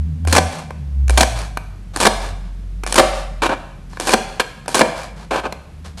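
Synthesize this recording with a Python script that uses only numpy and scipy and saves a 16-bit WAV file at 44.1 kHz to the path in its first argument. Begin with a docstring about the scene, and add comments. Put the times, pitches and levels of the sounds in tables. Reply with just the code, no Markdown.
"""A hard-walled room, the microphone close to a plastic cutting board. A kitchen knife slices crisp
green pods in six uneven strokes: the skin snaps, the flesh tears, the blade knocks on the board and
a soft, grainy swell follows. Now and then the edge taps the board or scrapes the slices aside.
Far off, through the walls, an engine drones and changes speed over a dull rumble.
The recorder's limiter ducks at each knock and lets the room swell back."""
import sys
import numpy as np
from scipy import signal
from scipy.fft import rfft, irfft
from scipy.io import wavfile
from scipy.ndimage import uniform_filter1d

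SR = 44100
rng = np.random.default_rng(int(sys.argv[2]) if len(sys.argv) > 2 else 0)


def pcm_store(signal):
    """Save signal as 16-bit PCM."""
    levels = np.round(np.clip(np.atleast_2d(signal), -1, 1) * 32767)
    wavfile.write(sys.argv[1], SR, levels.astype(np.int16).T)


N = 264600

# Levels are relative within a table; each source adds its own gain.
# the distant engine's course: time_s, firing_hz, fundamental_db
ENGINE_COURSE = [(0.0, 77.1, -18.5), (0.2, 80.5, -27), (0.28, 82, -14.5), (0.47, 82.4, -22),
                 (0.55, 80.8, -45.5), (1.0, 67.35, -15), (1.1, 63.3, -8), (1.25, 59.06, -18),
                 (1.52, 49.9, -28.5), (1.84, 45.35, -33.5), (2.22, 45.4, -25), (2.61, 45.36, -27.5),
                 (2.77, 46.9, -24), (3.41, 43.98, -27), (3.66, 42.57, -37.5), (4.24, 40.0, -33.5),
                 (4.61, 39.34, -49), (4.9, 51.64, -41.5), (5.41, 51.3, -36.5), (5.65, 71.9, -43),
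                 (5.88, 78.4, -32.5), (6.0, 77.9, -42)]
# steady room tone: frequency_hz, density_db
ROOM_TONE = [(20, -27), (45, 1), (100, -7), (170, -1), (260, -15), (400, -22), (900, -30), (2000, -33),
             (5000, -39.5), (11000, -45)]
# light touches of the edge on the board: start_s, level_db, treble_db
LIGHT_TAPS = [(0.2497,-25,2), (0.705,-20.5,-5), (1.5715,-12,1.5), (2.8351,-17.5,6), (3.9314,-29.5,-2),
              (3.971,-21.5,-4), (4.659,-28.5,-1), (5.310,-17,-1), (5.5235,-17.5,-2)]
# cuts through a pod: enters_s, snap_db, creep_db, gives_way_s, crack_db, crunch_db, swell_db
POD_CUTS = [(0.2731, -16, -28.5, 0.326, -7.5, -19, -33), (1.0954, -12, -35, 1.1745, -6.5, -19, -32),
            (1.961, -12.5, -31, 2.002, -20.5, -17, -33), (2.864, -16.5, -31, 2.9565, -10.5, -17.5, -34),
            (3.9987, -14.5, -28.5, 4.071, -16.5, -18.5, -44), (4.6799, -15, -32, 4.7445, -11, -18, -32.5)]
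# tough strings and strips of skin breaking: start_s, level_db, treble_db
STRING_BREAKS = [(0.351, -6.5, 0), (1.0802, -24, 10), (1.178, -2.5, 12), (1.389, -24, 16), (2.0008, -14, 5),
                 (2.0314, -9.5, 0), (2.9242, -9.5, 18), (2.9423, -12, 5), (4.092, -7, -6),
                 (4.7533, -8.5, 7), (4.7927, -5, -3)]
# the edge landing after each cut: start_s, length_s, tip_db, treble_db, heel_delay_s, heel_db
BOARD_KNOCKS = [(0.363, 0.008, -2, 2.5, .016, -0.5), (1.207, .0052, 1.5, 7.5, .022, -4.5),
                (2.051, 0.0079, -5, 2.5, .015, 3), (2.98, 0.0079, 4, 2, .014, 6.5),
                (4.135, 0.0032, 2.5, 1.5, .0045, -1), (4.809, .0033, 3.5, -12, 0.0057, 4.5)]
# pods shifted on the board: start_s, length_s, level_db, treble_db
POD_SHIFTS = [(1.933,0.013,-36.5,1), (2.439,0.044,-50,-16), (3.894,0.1,-48,12), (5.159,0.079,-41.5,-2),
              (5.842,0.017,-37,1.5), (5.97,0.036,-35.5,10)]
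# the edge sliding over the board: start_s, length_s, level_db, treble_db
BLADE_SCRAPES = [(3.419, .046, -14.5, 6.5), (3.488, 0.049, -18, -7.5), (4.396, 0.0078, -11.5, 10.5),
                 (5.307, 0.088, -19, 0.5), (5.434, 0.033, -22, -8)]
# colour of each kind of sound, heard close up: frequency_hz, density_db
TAP_COLOUR = [(100, -20), (400, 0), (1050, 0.5), (1800, -6.5), (2500, -14.5), (4000, -15), (6000, -20),
              (12000, -23.5)]
SKIN_COLOUR = [(100, -24.5), (300, 0.5), (900, 1.5), (1900, -12), (2400, -7.5), (3300, -15.5),
               (5500, -13.5), (9500, -12), (12000, -23.5)]
FLESH_COLOUR = [(100, -24), (250, 0), (900, -1), (1900, -8.5), (2400, -8.5), (3300, -6.5), (4500, -8),
                (9500, -9.5), (12000, -19)]
KNOCK_COLOUR = [(60, -30.5), (130, -16.5), (220, -4.5), (500, -2), (800, -1), (1300, -7), (3000, -13),
                (5000, -15.5), (9500, -20.5), (12000, -29.5)]
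SWELL_COLOUR = [(100, -15), (350, -5), (650, 0.5), (1300, -3.5), (2400, -11), (4500, -11), (9000, -19),
                (12000, -25.5)]
SCRAPE_COLOUR = [(100, -18.5), (350, 2.5), (900, 0.5), (1600, -4.5), (2000, -14), (2500, -8), (5000, -20),
                 (9500, -25.5), (12000, -32)]
# board ringing with every contact: pitch_hz, width_hz, level_db
BOARD_MODES = [(249, 103, -4.5), (525, 18, -7.5), (752, 39, -3), (946.6, 21, -1), (1064, 100, -3),
               (1550, 96, 0.5), (1717, 55, -0.5), (2346, 67, 3), (2910, 12, -14), (4230, 240, -6.5)]
# ring of the free blade, the flexing board and the room's low modes: pitch_hz, level_db, t60_s
STEEL_MODES = [(2100, -6, .6), (2300, -2, 0.36), (2464, -4, 0.27), (2600, -1, 0.26), (2740, -9, .35)]
FLEX_MODES = [(157, -11, 0.076), (230, -2.5, 0.086), (328, -2, 0.047), (447, -3, 0.035)]
WALL_MODES = [(498, -14.5, 0.42), (554, -7.5, 0.64), (612, -4.5, 0.56), (655, -4, 0.37), (759, -13.5, 0.12)]
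# the room's diffuse tail: frequency_hz, level_db, t60_s
ROOM_TAIL = [(120, -4, 0.65), (373, -11.5, 0.48), (568, -3, 0.76), (990, -7, 0.68), (1790, -8, 0.82),
             (2760, -6, 0.77), (4950, -8, 0.75), (10100, -7, 0.57)]

SWELL_AFTER_S = 0.145  # from a knock to the start of its swell


def from_db(db):
    """Decibels to amplitude."""
    return 10 ** (np.asarray(db) / 20)


def rms_one(x):
    """Scale to an rms of 1."""
    return x / np.sqrt(np.mean(x ** 2) + 1e-20)


def at_hz(points, hz):
    """Read a curve along a log-frequency axis."""
    frequencies, values = np.transpose(points)
    return np.interp(np.log(hz + 1e-9), np.log(frequencies), values)


def drift(per_s):
    """A smooth wander between random values of spread 1."""
    knots = rng.standard_normal(int(per_s * N / SR) + 2)
    return np.interp(np.arange(N) * per_s / SR, np.arange(len(knots)), knots)


def resonate(x, hz, radius):
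    """One resonance; the nearer the pole radius is to 1, the longer it rings."""
    poles = [1, -2 * radius * np.cos(2 * np.pi * hz / SR), radius ** 2]
    return (1 - radius ** 2) / 2 * signal.lfilter([1, 0, -1], poles, x)


def rings(x, modes):
    """Narrow resonances that go on sounding after each contact."""
    return sum(from_db(db) * resonate(x, hz, from_db(-60 / (t60 * SR))) for hz, db, t60 in modes)


def on_board(colour, ring_db, size=2048):
    """Response to one click: the contact's own colour plus the ringing of the board."""
    cepstrum = irfft(np.log(from_db(at_hz(colour, np.fft.rfftfreq(size, 1 / SR)))))
    cepstrum[1:size // 2] *= 2  # minimum phase: nothing sounds before the click
    cepstrum[size // 2 + 1:] = 0
    click = irfft(np.exp(rfft(cepstrum)))
    return click + sum(from_db(db + ring_db) * resonate(click, hz, np.exp(-np.pi * width / SR))
                       for hz, width, db in BOARD_MODES)


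def contacts(rows, body, per_s, spread_db, rise_s, fade_s, split_hz=3000):
    """Bursts of tiny clicks sounding through a body. Rows: start_s, length_s, level_db, treble_db."""
    out = np.zeros(N)
    for start_s, length_s, db, treble_db in rows:
        t = np.arange(int((length_s + 6 * fade_s) * SR)) / SR
        fires = rng.random(len(t)) < per_s / SR
        size = np.minimum(rng.exponential(1, len(t)), 3)
        envelope = (1 - np.exp(-t / rise_s)) * np.exp(-np.maximum(t - length_s, 0) / fade_s)
        clicks = fires * from_db(spread_db * size) * rng.choice([-1, 1], len(t)) * envelope
        dull = signal.lfilter(*signal.butter(1, split_hz, fs=SR), clicks)
        burst = signal.fftconvolve(dull + from_db(treble_db) * (clicks - dull), body)
        burst *= np.sqrt((length_s + fade_s / 2) * SR / (np.sum(burst ** 2) + 1e-20))  # rms near 1
        start = int(start_s * SR)
        out[start:start + len(burst)] += from_db(db) * burst[:N - start]
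    return out


def distant_engine(fade_db_per_s=5):
    """Only the lowest firing orders come through the walls; the overtones waver more and slowly fade."""
    t = np.arange(N) / SR
    times, *columns = np.transpose(ENGINE_COURSE)
    firing_hz, level_db = [np.interp(t, times, column) for column in columns]
    phase = 2 * np.pi * np.cumsum(firing_hz) / SR
    fade_db = fade_db_per_s * t
    fundamental = from_db(level_db + 1.3 * drift(13)) * np.sin(phase + 0.45 * drift(12))
    second = from_db(-30 - fade_db + 5.3 * drift(21.96)) * np.sin(2 * phase + 1.2 * drift(25))
    third = from_db(-41 - fade_db + 3.7 * drift(21.56)) * np.sin(3 * phase + 2.05 * drift(40))
    return np.sqrt(2) * (fundamental + second + third)


def room_tone(level_db=-39, low_cut_hz=33):
    """Dull rumble of the surroundings with a faint hiss."""
    colour = from_db(at_hz(ROOM_TONE, np.fft.rfftfreq(N, 1 / SR)))
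    noise = irfft(rfft(rng.standard_normal(N)) * colour, N)
    low_cut = signal.butter(4, low_cut_hz, "high", fs=SR, output="sos")
    return from_db(level_db) * rms_one(signal.sosfilt(low_cut, noise))


def blade_taps(tap_s=0.0019):
    """The edge touches the plastic lightly; not pressed down, the steel is free to ring on."""
    rows = [(s, tap_s, db, treble) for s, db, treble in LIGHT_TAPS]
    body = on_board(TAP_COLOUR, ring_db=-1.5)
    taps = contacts(rows, body, per_s=6000, spread_db=3.5, rise_s=0.00058, fade_s=0.0025)
    return from_db(-2.5) * taps + from_db(9.5) * rings(taps, STEEL_MODES)


def room_reverb(x, build_s=0.0029, bands=16):
    """Reflections off the hard walls build up and die away band by band; the low modes ring along."""
    t, tail = np.arange(SR) / SR, 0
    table, edges = np.array(ROOM_TAIL), np.geomspace(90, 14000, bands + 1)
    for low, high in zip(edges, edges[1:]):
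        hz = np.sqrt(low * high)
        level_db, t60_s = at_hz(table[:, :2], hz), at_hz(table[:, [0, 2]], hz)
        envelope = from_db(-60 * t / t60_s) * (1 - np.exp(-t / build_s))
        band_pass = signal.butter(2, [low, high], "band", fs=SR, output="sos")
        band = signal.sosfilt(band_pass, rng.standard_normal(SR))
        tail += from_db(level_db) * rms_one(band * envelope) * np.sqrt(2 * (high - low)) / SR
    return from_db(-5.5) * signal.fftconvolve(x, tail)[:N] + from_db(5.5) * rings(x, WALL_MODES)


def snaps(breaks, snap_s=0.0013):
    """Single sharp cracks in the colour of taut skin. Rows: start_s, level_db, treble_db."""
    rows = [(s, snap_s, db, treble) for s, db, treble in breaks]
    body = on_board(SKIN_COLOUR, ring_db=-0.5)
    return from_db(0.85) * contacts(rows, body, per_s=12000, spread_db=2.5, rise_s=0.0011, fade_s=0.0015)


def skin_breaks(again_s=0.0097, softer_db=4.5, treble_db=3):
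    """Rows for snaps(): the skin breaks twice as the blade enters."""
    rows = []
    for enters, db, *_ in POD_CUTS:
        rows += [(enters, db, treble_db), (enters + again_s, db - softer_db, treble_db)]
    return rows


def flesh_tears(crack_s=0.0043, creep_treble_db=1.5, crunch_treble_db=-0.5):
    """Cells break in a dense crackle: the blade creeps in, the pod cracks and is crunched through."""
    rows = []
    for cut, (lands, *_, heel_s, _) in zip(POD_CUTS, BOARD_KNOCKS):
        enters, _, creep_db, gives, crack_db, crunch_db, _ = cut
        rows += [(enters, gives - enters, creep_db, creep_treble_db),
                 (gives, crack_s, crack_db, 0),
                 (gives, lands + heel_s - gives, crunch_db, crunch_treble_db)]
    body = on_board(FLESH_COLOUR, ring_db=2.5)
    return from_db(0.3) * contacts(rows, body, per_s=4500, spread_db=4.5, rise_s=0.00017, fade_s=0.0048)


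def fibre_breaks(gap_s=0.0118, jitter_s=0.0012, spread_db=0.5, treble_db=-2, most=10):
    """Rows for snaps(): fibres part one by one, a little above the crunch, until the heel lands."""
    rows = []
    for (*_, gives, _, crunch_db, _), (lands, *_, heel_s, _) in zip(POD_CUTS, BOARD_KNOCKS):
        jitter, size = rng.standard_normal((most, 2)).T
        times = gives + gap_s * np.arange(1, most + 1) + jitter_s * jitter
        levels = crunch_db + 3 + spread_db * size
        rows += [(s, db, treble_db) for s, db in zip(times, levels) if s < lands + heel_s]
    return rows


def landings(duller_db=5):
    """Rows for contacts(): the tip meets the board, then the heel with a duller knock."""
    tips = [row[:4] for row in BOARD_KNOCKS]
    heels = [(s + delay, length, db, treble - duller_db)
             for s, length, _, treble, delay, db in BOARD_KNOCKS]
    return tips + heels


def blade_knocks():
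    """The edge bites into the plastic with a hard knock."""
    body = on_board(KNOCK_COLOUR, ring_db=-2)
    knocks = contacts(landings(), body, per_s=9000, spread_db=2.5, rise_s=0.00061, fade_s=0.0021)
    return from_db(-2) * knocks


def board_thuds(push_s=0.0012):
    """Each knock pushes the board down for a moment and sets its lowest modes going."""
    t, force = np.arange(N) / SR, np.zeros(N)
    for s, length, db, _ in landings():
        force += from_db(db) * np.sin(np.pi * np.clip((t - s - length / 2) / push_s, 0, 1))
    return from_db(4) * rings(force, FLEX_MODES)


def after_swells(swell_s=0.089, treble_db=0.5):
    """A soft, grainy swell of noise shortly after each knock; shifted pods rustle in the same colour."""
    swells = [(lands + SWELL_AFTER_S, swell_s, swell_db, treble_db)
              for (*_, swell_db), (lands, *_) in zip(POD_CUTS, BOARD_KNOCKS)]
    body = on_board(SWELL_COLOUR, ring_db=-10.5)
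    grains = contacts(swells + POD_SHIFTS, body, per_s=2000, spread_db=2, rise_s=0.0053, fade_s=0.031)
    return from_db(-0.5) * grains


def swell_ticks(span_s=0.08, spread_db=2.5, treble_db=6, count=4):
    """Rows for snaps(): a few faint, bright ticks scattered through each swell."""
    rows = []
    for (*_, swell_db), (lands, *_) in zip(POD_CUTS, BOARD_KNOCKS):
        times = lands + SWELL_AFTER_S + span_s * rng.random(count)
        rows += [(s, swell_db - 2.5 + spread_db * rng.standard_normal(), treble_db) for s in times]
    return rows


def blade_scrapes(judder_db=2, judder_per_s=180):
    """The edge sticks and slips as it slides over the board."""
    body = on_board(SCRAPE_COLOUR, ring_db=1)
    slips = contacts(BLADE_SCRAPES, body, per_s=3200, spread_db=3, rise_s=0.0019, fade_s=0.0083)
    return from_db(0.3) * slips * from_db(judder_db * drift(judder_per_s))


def low_pass(x, hz):
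    """Steep low-pass."""
    return signal.sosfilt(signal.ellip(10, 0.2, 80, hz, fs=SR, output="sos"), x)


def limiter(x, threshold_db, release_db_per_s, smooth_samples=64):
    """The gain drops at once on a peak and climbs back steadily."""
    over_db = np.maximum(20 * np.log10(np.abs(x) + 1e-9) - threshold_db, 0)
    climb_db = release_db_per_s * np.arange(N) / SR
    duck_db = np.maximum.accumulate(over_db + climb_db) - climb_db
    return x * from_db(-uniform_filter1d(duck_db, smooth_samples))


def scene():
    """One microphone: knife and pods close up, the room around them, the engine far behind."""
    pods = snaps(STRING_BREAKS + skin_breaks() + fibre_breaks() + swell_ticks()) + flesh_tears()
    chopping = pods + blade_knocks() + board_thuds() + blade_taps() + blade_scrapes()
    return (chopping + room_reverb(chopping) + after_swells() + distant_engine() + room_tone())[None]


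def record(dry):
    """The top is cut, the knocks are ducked and the loudest peaks clip."""
    limited = limiter(low_pass(dry, hz=12000), threshold_db=-5.5, release_db_per_s=55)
    return low_pass(np.clip(limited, -1, 1), hz=16000)


dry = scene()
out = record(dry)
pcm_store(out)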